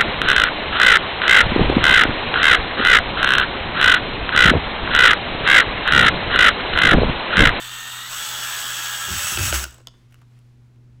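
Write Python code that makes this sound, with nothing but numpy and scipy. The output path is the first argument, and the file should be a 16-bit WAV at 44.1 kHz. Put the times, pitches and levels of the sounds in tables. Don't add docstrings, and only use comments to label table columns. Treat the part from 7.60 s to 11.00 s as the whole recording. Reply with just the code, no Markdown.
import sys
import numpy as np
from scipy import signal
from scipy.fft import rfft, irfft
from scipy.io import wavfile
from scipy.ndimage import uniform_filter1d

SR = 44100
rng = np.random.default_rng(int(sys.argv[2]) if len(sys.argv) > 2 else 0)


def boost_factor(decibels):
    exponent = np.asarray(decibels, float) / 20
    return 10 ** exponent


def generate_wav(signal):
    frames = np.transpose(np.atleast_2d(signal))
    scaled = np.clip(frames, -1, 1) * 32767
    pcm = np.round(scaled).astype(np.int16)
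    wavfile.write(sys.argv[1], SR, pcm)


N = 149940


def level(x, db):
    return x * boost_factor(db) / np.sqrt(np.mean(x ** 2))


def band(x, hz, width_hz):
    b, a = signal.iirpeak(min(hz, 17000), hz / width_hz, fs=SR)
    return signal.lfilter(b, a, x)


def body(x, table):
    return sum((-1) ** k * boost_factor(db) * band(x, hz, width_hz) for k, (hz, width_hz, db) in enumerate(table))


def coloured(x, points):
    point_hz, point_db = np.array(points).T
    hz = np.fft.rfftfreq(N, 1 / SR) + 1
    return irfft(rfft(x) * boost_factor(np.interp(np.log(hz), np.log(point_hz), point_db)), N)


def walk(rate_hz):
    hold = int(SR / rate_hz)
    steps = np.repeat(rng.standard_normal(N // hold + 1), hold)
    smooth = uniform_filter1d(uniform_filter1d(steps, hold), hold)[:N]
    return smooth / smooth.std()


def hit(start_s, peak_db, length_s, table):
    t = np.arange(6000) / SR
    ring = body(rng.standard_normal(len(t)) * np.exp(-(t / length_s) ** 2), table)
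    out = np.zeros(N + len(t))
    i = int(start_s * SR)
    out[i:i + len(t)] = ring * boost_factor(peak_db) / np.abs(ring).max()
    return out[:N]


# start_s, mesh_hz
MESH_CURVE = [(0, 1790), (.11, 1818), (.4, 1860), (.47, 1960), (.515, 2520), (.55, 2930), (.6, 3310),
              (.68, 3375), (.84, 3320), (1.05, 3288), (1.26, 3270), (1.47, 3247), (1.8, 3240), (1.9, 3130),
              (2.04, 3050)]
# start_s, rattle_db
EFFORT_CURVE = [(0, -35), (.4, -34), (0.46, -35), (.53, -28), (.6, -26.5), (0.949, -25), (1.459, -25.5),
                (1.53, -26.5), (1.73, -24.5), (1.762, -27.5), (1.781, -31), (1.8, -28), (1.83, -22),
                (1.9, -24.5), (1.92, -30), (1.951, -21.5), (2.021, -30), (2.04, -29)]
# start_s, load_0_to_1
LOAD_CURVE = [
    (1.46, 0),
    (1.53, .6),
    (1.68, 1),
]
# hz, width_hz, slow_db, fast_db, loaded_db
HOUSING = [(560, 36, -26, -26, -9.5), (916, 320, -9.5, -16.5, -11.5), (1326, 230, 1, -4, -0.5),
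           (1724, 402, -3, -6.5, -2), (2815, 430, -2, -5.5, -1), (3063, 260, 2.5, -1, 1.5),
           (3512, 517, 0, -5.5, -4.5), (4670, 600, -9, -12, -8.5), (5520, 430, -9.5, -9, -3.5),
           (6546, 447, -6, -7, -2.5), (7893, 280, -0.5, -3.5, 2), (10620, 760, -18.5, -20.5, -8.5),
           (12300, 1200, -13, -17, -11.5), (15300, 750, -13, -13, -7)]
# hz, level_db
RATTLE_BED = [(300, -25), (1000, -15.5), (3000, -25), (5100, -26), (7000, -34.5), (9200, -22), (13500, -23),
              (16000, -42)]
WHINE_ORDERS = [.252, .408, .506, .812, .876, 1, 1.033, 1.525, 1.733, 1.98]
# slow_db, fast_db, loaded_db
WHINE_LEVELS = [(-66, -51, -53), (-62, -44, -46), (-60, -39, -43), (-70, -54, -33), (-66, -45, -54),
                (-43, -38, -43), (-54, -42, -52), (-45, -56, -58), (-48, -62, -62), (-42, -54, -54)]
SLOW_HZ, FAST_HZ = 1950, 2700
TEETH_PER_TURN, TURN_DEPTH, SPEED_WANDER, WHINE_FLICKER_DB = 42, .6, .003, 2
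SCATTER_DB, SCATTER_CAP, RATTLE_TURN_DB, RATTLE_FLICKER_DB = 3, 3.5, 1, 0.5
DEAD_HZ, DEAD_WIDTH_HZ, DEAD_DB = 2270, 210, -16
STALL_START_S, STALL_END_S, STALL_DB = 1.93, 1.97, -12
STOP_S, STOP_FADE_S, COAST_DB, COAST_T60_S = 2.045, .001, -14, .33


def drill(t):
    mesh_hz, effort_db, load = (np.interp(t, *np.array(curve, float).T)
                                for curve in (MESH_CURVE, EFFORT_CURVE, LOAD_CURVE))
    fast = np.clip((mesh_hz - SLOW_HZ) / (FAST_HZ - SLOW_HZ), 0, 1)

    def state_gain(slow_db, fast_db, loaded_db):
        return boost_factor((slow_db + (fast_db - slow_db) * fast) * (1 - load) + loaded_db * load)

    phase = 2 * np.pi * np.cumsum(mesh_hz * (1 + SPEED_WANDER * walk(60))) / SR
    turn = phase / TEETH_PER_TURN

    scatter = np.minimum(rng.exponential(size=N), SCATTER_CAP)
    teeth = rng.standard_normal(N) * boost_factor(SCATTER_DB * scatter)
    teeth = level(teeth * boost_factor(RATTLE_TURN_DB * np.cos(turn) + RATTLE_FLICKER_DB * walk(70)), 0)
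    rattle = coloured(teeth[::-1], RATTLE_BED)
    for k, (hz, width_hz, *state_db) in enumerate(HOUSING):
        ring = band(teeth, hz, width_hz) * boost_factor(0.59 * walk(22))
        rattle = rattle + (-1) ** k * state_gain(*state_db) * ring

    whine = 0
    for k, (order, state_db) in enumerate(zip(WHINE_ORDERS, WHINE_LEVELS)):
        dead_db = DEAD_DB * np.exp(-((order * mesh_hz - DEAD_HZ) / DEAD_WIDTH_HZ) ** 2)
        gain = state_gain(*state_db) * boost_factor(WHINE_FLICKER_DB * walk(30) + dead_db)
        throb = 1 + TURN_DEPTH * np.cos(turn + k) + TURN_DEPTH * np.cos(2 * turn + k * k)
        whine = whine + gain * np.sin(order * phase) * throb

    after_s = np.maximum(t - STOP_S, 0)
    running = np.exp(-after_s / STOP_FADE_S)
    coast = boost_factor(COAST_DB - 60 * after_s / COAST_T60_S)
    stall = boost_factor(np.interp(t, (STALL_START_S, STALL_END_S), (0, STALL_DB)))
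    return level(rattle, 0) * boost_factor(effort_db) * np.maximum(running, coast) + whine * running * stall


# hz, wobble_width_hz, level_db
HUM = [(121.4, 6.4, -48.5), (241.4, 24, -64), (343, 10, -77)]
# hz, level_db
ROOM_TONE = [(20, -13.5), (60, -10.5), (150, -19.5), (400, -26), (530, -34), (2000, -40.5), (6000, -48.5),
             (15500, -61.5)]
ROOM_TONE_DB, HUM_WOBBLE = -57.5, .25
RUSTLE_S, RUSTLE_SPREAD_S, RUSTLE_DB, RUSTLE_HZ, RUSTLE_WIDTH_HZ = 2.63, 0.49, -68, 1100, 2100


def ambience(t):
    hum = 0
    for hz, width_hz, db in HUM:
        wobble = level(band(rng.standard_normal(N), hz, width_hz), 0)
        hum = hum + boost_factor(db) * (1.1 * np.sin(2 * np.pi * hz * t) + HUM_WOBBLE * wobble)
    tone = level(coloured(rng.standard_normal(N), ROOM_TONE), ROOM_TONE_DB) * boost_factor(0.9 * walk(2))
    grain = rng.standard_normal(N) * boost_factor(1.5 * rng.exponential(size=N) + 1.5 * walk(24))
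    passing = np.exp(-((t - RUSTLE_S) / RUSTLE_SPREAD_S) ** 2)
    rustle = level(band(grain, RUSTLE_HZ, RUSTLE_WIDTH_HZ), RUSTLE_DB) * passing
    return hum + tone + rustle


# start_s, level_db, swell_s, brightness_db, grip_damping_hz
JOLTS = [(1.46, -40.5, 0.021, 1, 12), (1.491, -28.5, 0.022, 4, 9), (1.52, -33.5, .03, 7.5, 16),
         (1.735, -30, 0.022, -2.5, 8), (1.777, -21.5, 0.022, 4.5, 9), (1.809, -23, .025, 5, 16),
         (1.851, -26, .02, 6, 10), (1.9, -22, .012, -2.5, 9), (1.927, -21, 0.031, -7.5, 6),
         (1.6, -45.5, 0.042, 13, 16), (1.7, -46.5, 0.015, 8, 16)]
# hz, width_hz, level_db
BENDING_MODES = [(90, 19, 2.5), (121, 18, 2.5), (176, 26, -1.5), (252, 30, -9), (323, 30, -13.5)]
SWAY_HZ, STIFFEN_HZ_PER_HZ = 54, 1.9


def tube_jolts(t):
    out = 0
    for start_s, db, swell_s, bright_db, grip_hz in JOLTS:
        u = np.maximum(t - start_s, 0) / swell_s
        push = u * np.exp(-u * u)
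        hz = SWAY_HZ + STIFFEN_HZ_PER_HZ * grip_hz
        sway = band(push * np.sin(2 * np.pi * hz * t), hz, grip_hz)
        shake = body(push * rng.standard_normal(N), BENDING_MODES)
        shake = boost_factor(bright_db - 3.5) * shake / np.abs(shake).max()
        out = out + boost_factor(db) * (sway / np.abs(sway).max() + shake)
    return out


# start_s, peak_db, length_s, deep_0_to_1
THUDS = [(1.478, -29.5, 0.0073, .5), (1.51, -34, 0.026, 0.86), (1.608, -43.5, .006, 0.5),
         (1.634, -37.5, 0.0043, 0.14), (1.712, -31, 0.017, 0.6), (1.772, -24, 0.0033, 0.37),
         (1.8, -27.5, 0.013, 0.36), (1.874, -26, 0.0053, 0.5), (1.924, -23, 0.0056, 0.4),
         (1.955, -33.5, 0.034, 0.95), (1.99, -30, 0.018, 0.54), (2.02, -30, 0.0093, 0.54)]
# hz, width_hz, level_db
TUBE_DEEP = [(183, 26, 0), (260, 16, -2.6), (366.5, 14, 0.23)]
# hz, width_hz, level_db
TUBE_HIGH = [(490, 56, -8.5), (603, 20, 2), (735, 110, -3), (840, 120, -1.5)]


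def tube_knocks():
    return sum(deep * hit(start_s, db, length_s, TUBE_DEEP) + (1 - deep) * hit(start_s, db, length_s, TUBE_HIGH)
               for start_s, db, length_s, deep in THUDS)


# start_s, peak_db, dull_0_to_1, length_s
SLIPS = [
    (1.49, -24, .6, .002),
    (1.7737, -7.5, .85, .0018),
    (1.788, -12, .1, .0015),
    (1.793, -10, 0, .0012),
    (1.812, -14, .3, .002),
    (1.8855, -15, .1, .002),
    (1.9258, -6, .85, .0022),
    (1.942, -7, .2, .0015),
    (1.995, -18, .2, .002),
    (2.0404, -12, .25, .0025),
]
# hz, width_hz, level_db
SLIP_DULL = [(343, 28, -2), (610, 55, -3), (1380, 190, -2.5), (2865, 670, -4)]
# hz, width_hz, level_db
SLIP_BRIGHT = [(1540, 230, 8), (2520, 500, -12), (3940, 510, 0), (6660, 1100, -5), (10200, 1800, -9.5),
               (14100, 4200, -13.5)]


def bit_slips():
    return sum(dull * hit(start_s, db, length_s, SLIP_DULL) + (1 - dull) * hit(start_s, db, length_s, SLIP_BRIGHT)
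               for start_s, db, dull, length_s in SLIPS)


# start_s, peak_db
TICKS = [(2.061, -33), (2.1057, -38), (2.125, -40), (2.1431, -37), (2.162, -47), (2.1805, -46),
         (2.214, -52)]
# hz, width_hz, level_db
TICK_BODY = [(1200, 500, -10), (6600, 900, -7), (7900, 300, 3), (3600, 500, -9), (12500, 1500, -14),
             (15000, 700, -13)]


def gear_ticks():
    return sum(hit(start_s, db, 0.0042, TICK_BODY) for start_s, db in TICKS)


# start_s, peak_db, length_s
BUMPS = [(2.063, -36, 0.006), (2.12, -46.5, 0.051), (2.184, -41.5, 0.0044), (2.202, -43.5, 0.0062),
         (2.272, -39, 0.0066), (2.339, -49, 0.0069), (2.589, -62, 0.0026), (2.615, -48, 0.0063)]
# hz, width_hz, level_db
BUMP_BODY = [(303, 75, 2), (507, 93, 4.5), (1090, 840, -2.5)]


def tube_bumps():
    return sum(hit(start_s, db, length_s, BUMP_BODY) for start_s, db, length_s in BUMPS)


# hz, width_hz, level_db
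BIT_BODY = [(1050, 260, -7.5), (3000, 190, 1.5), (3480, 150, 7), (4760, 200, 1.5), (5230, 200, 1.5),
            (6530, 260, -4.5), (7900, 440, -14), (9200, 250, -14), (10800, 550, -18), (12000, 630, -17),
            (14100, 1500, -20)]


def bit_release():
    return hit(2.2713, -21, 0.00022, BIT_BODY)


# start_s, peak_db, length_s
CLICKS = [(2.51, -52, 0.00083), (2.5232, -47, 0.0058), (2.543, -39.5, 0.0021), (2.589, -56, .003),
          (2.617, -63, 0.008), (2.79, -51, 0.00083), (3.1603, -55, 0.0008)]
# hz, width_hz, level_db
CLICK_BODY = [(1276, 850, 2), (2800, 260, 11), (6170, 3100, -8), (10100, 2300, -5.5), (14100, 4200, -10)]


def handling_clicks():
    return sum(hit(start_s, db, length_s, CLICK_BODY) for start_s, db, length_s in CLICKS)


ECHO_S, ECHO_SPREAD_S, ECHO_DB = .012, 0.00064, -10
TAIL_START_S, TAIL_DB, TAIL_T60_S, TAIL_TOP_HZ, TOP_T60_S = .003, -16.5, 0.41, 7940, .25


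def room(x):
    t = np.arange(SR // 2) / SR
    noise = rng.standard_normal(len(t))
    b, a = signal.butter(2, TAIL_TOP_HZ, fs=SR)
    soft = signal.lfilter(b, a, noise)
    tail = soft + (noise - soft) * boost_factor(-60 * t / TOP_T60_S)
    tail = tail * boost_factor(-60 * t / TAIL_T60_S) * (t > TAIL_START_S)
    tail = tail * boost_factor(TAIL_DB) / np.sqrt(np.sum(tail ** 2))
    echo = noise * np.exp(-((t - ECHO_S) / ECHO_SPREAD_S) ** 2)
    echo = boost_factor(ECHO_DB) * signal.lfilter(b, a, echo) / 8
    return x + signal.fftconvolve(x, echo + tail)[:N]


def scene():
    t = np.arange(N) / SR
    in_room = drill(t) + bit_slips() + gear_ticks() + tube_bumps() + bit_release() + handling_clicks()
    mono = room(in_room) + tube_jolts(t) + tube_knocks() + ambience(t)
    return np.array([mono, mono])


def roll_off(x):
    return signal.sosfilt(signal.butter(12, 16820, fs=SR, output="sos"), x)


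DUCK_AT_DB, DUCK_RATIO, DUCK_RELEASE_S, TOP_HZ = -26, 1.82, 0.38, 15800


def record(dry):
    keep = np.exp(-1 / (DUCK_RELEASE_S * SR))
    loud = np.sqrt(signal.lfilter([1 - keep], [1, -keep], dry[0] ** 2) + 1e-12)
    gain = np.minimum(1, boost_factor(DUCK_AT_DB) / loud) ** (1 - 1 / DUCK_RATIO)
    lowpass = signal.ellip(10, .2, 80, TOP_HZ, fs=SR, output="sos")
    return roll_off(signal.sosfilt(lowpass, dry) * gain)


dry = scene()
out = record(dry)
generate_wav(out)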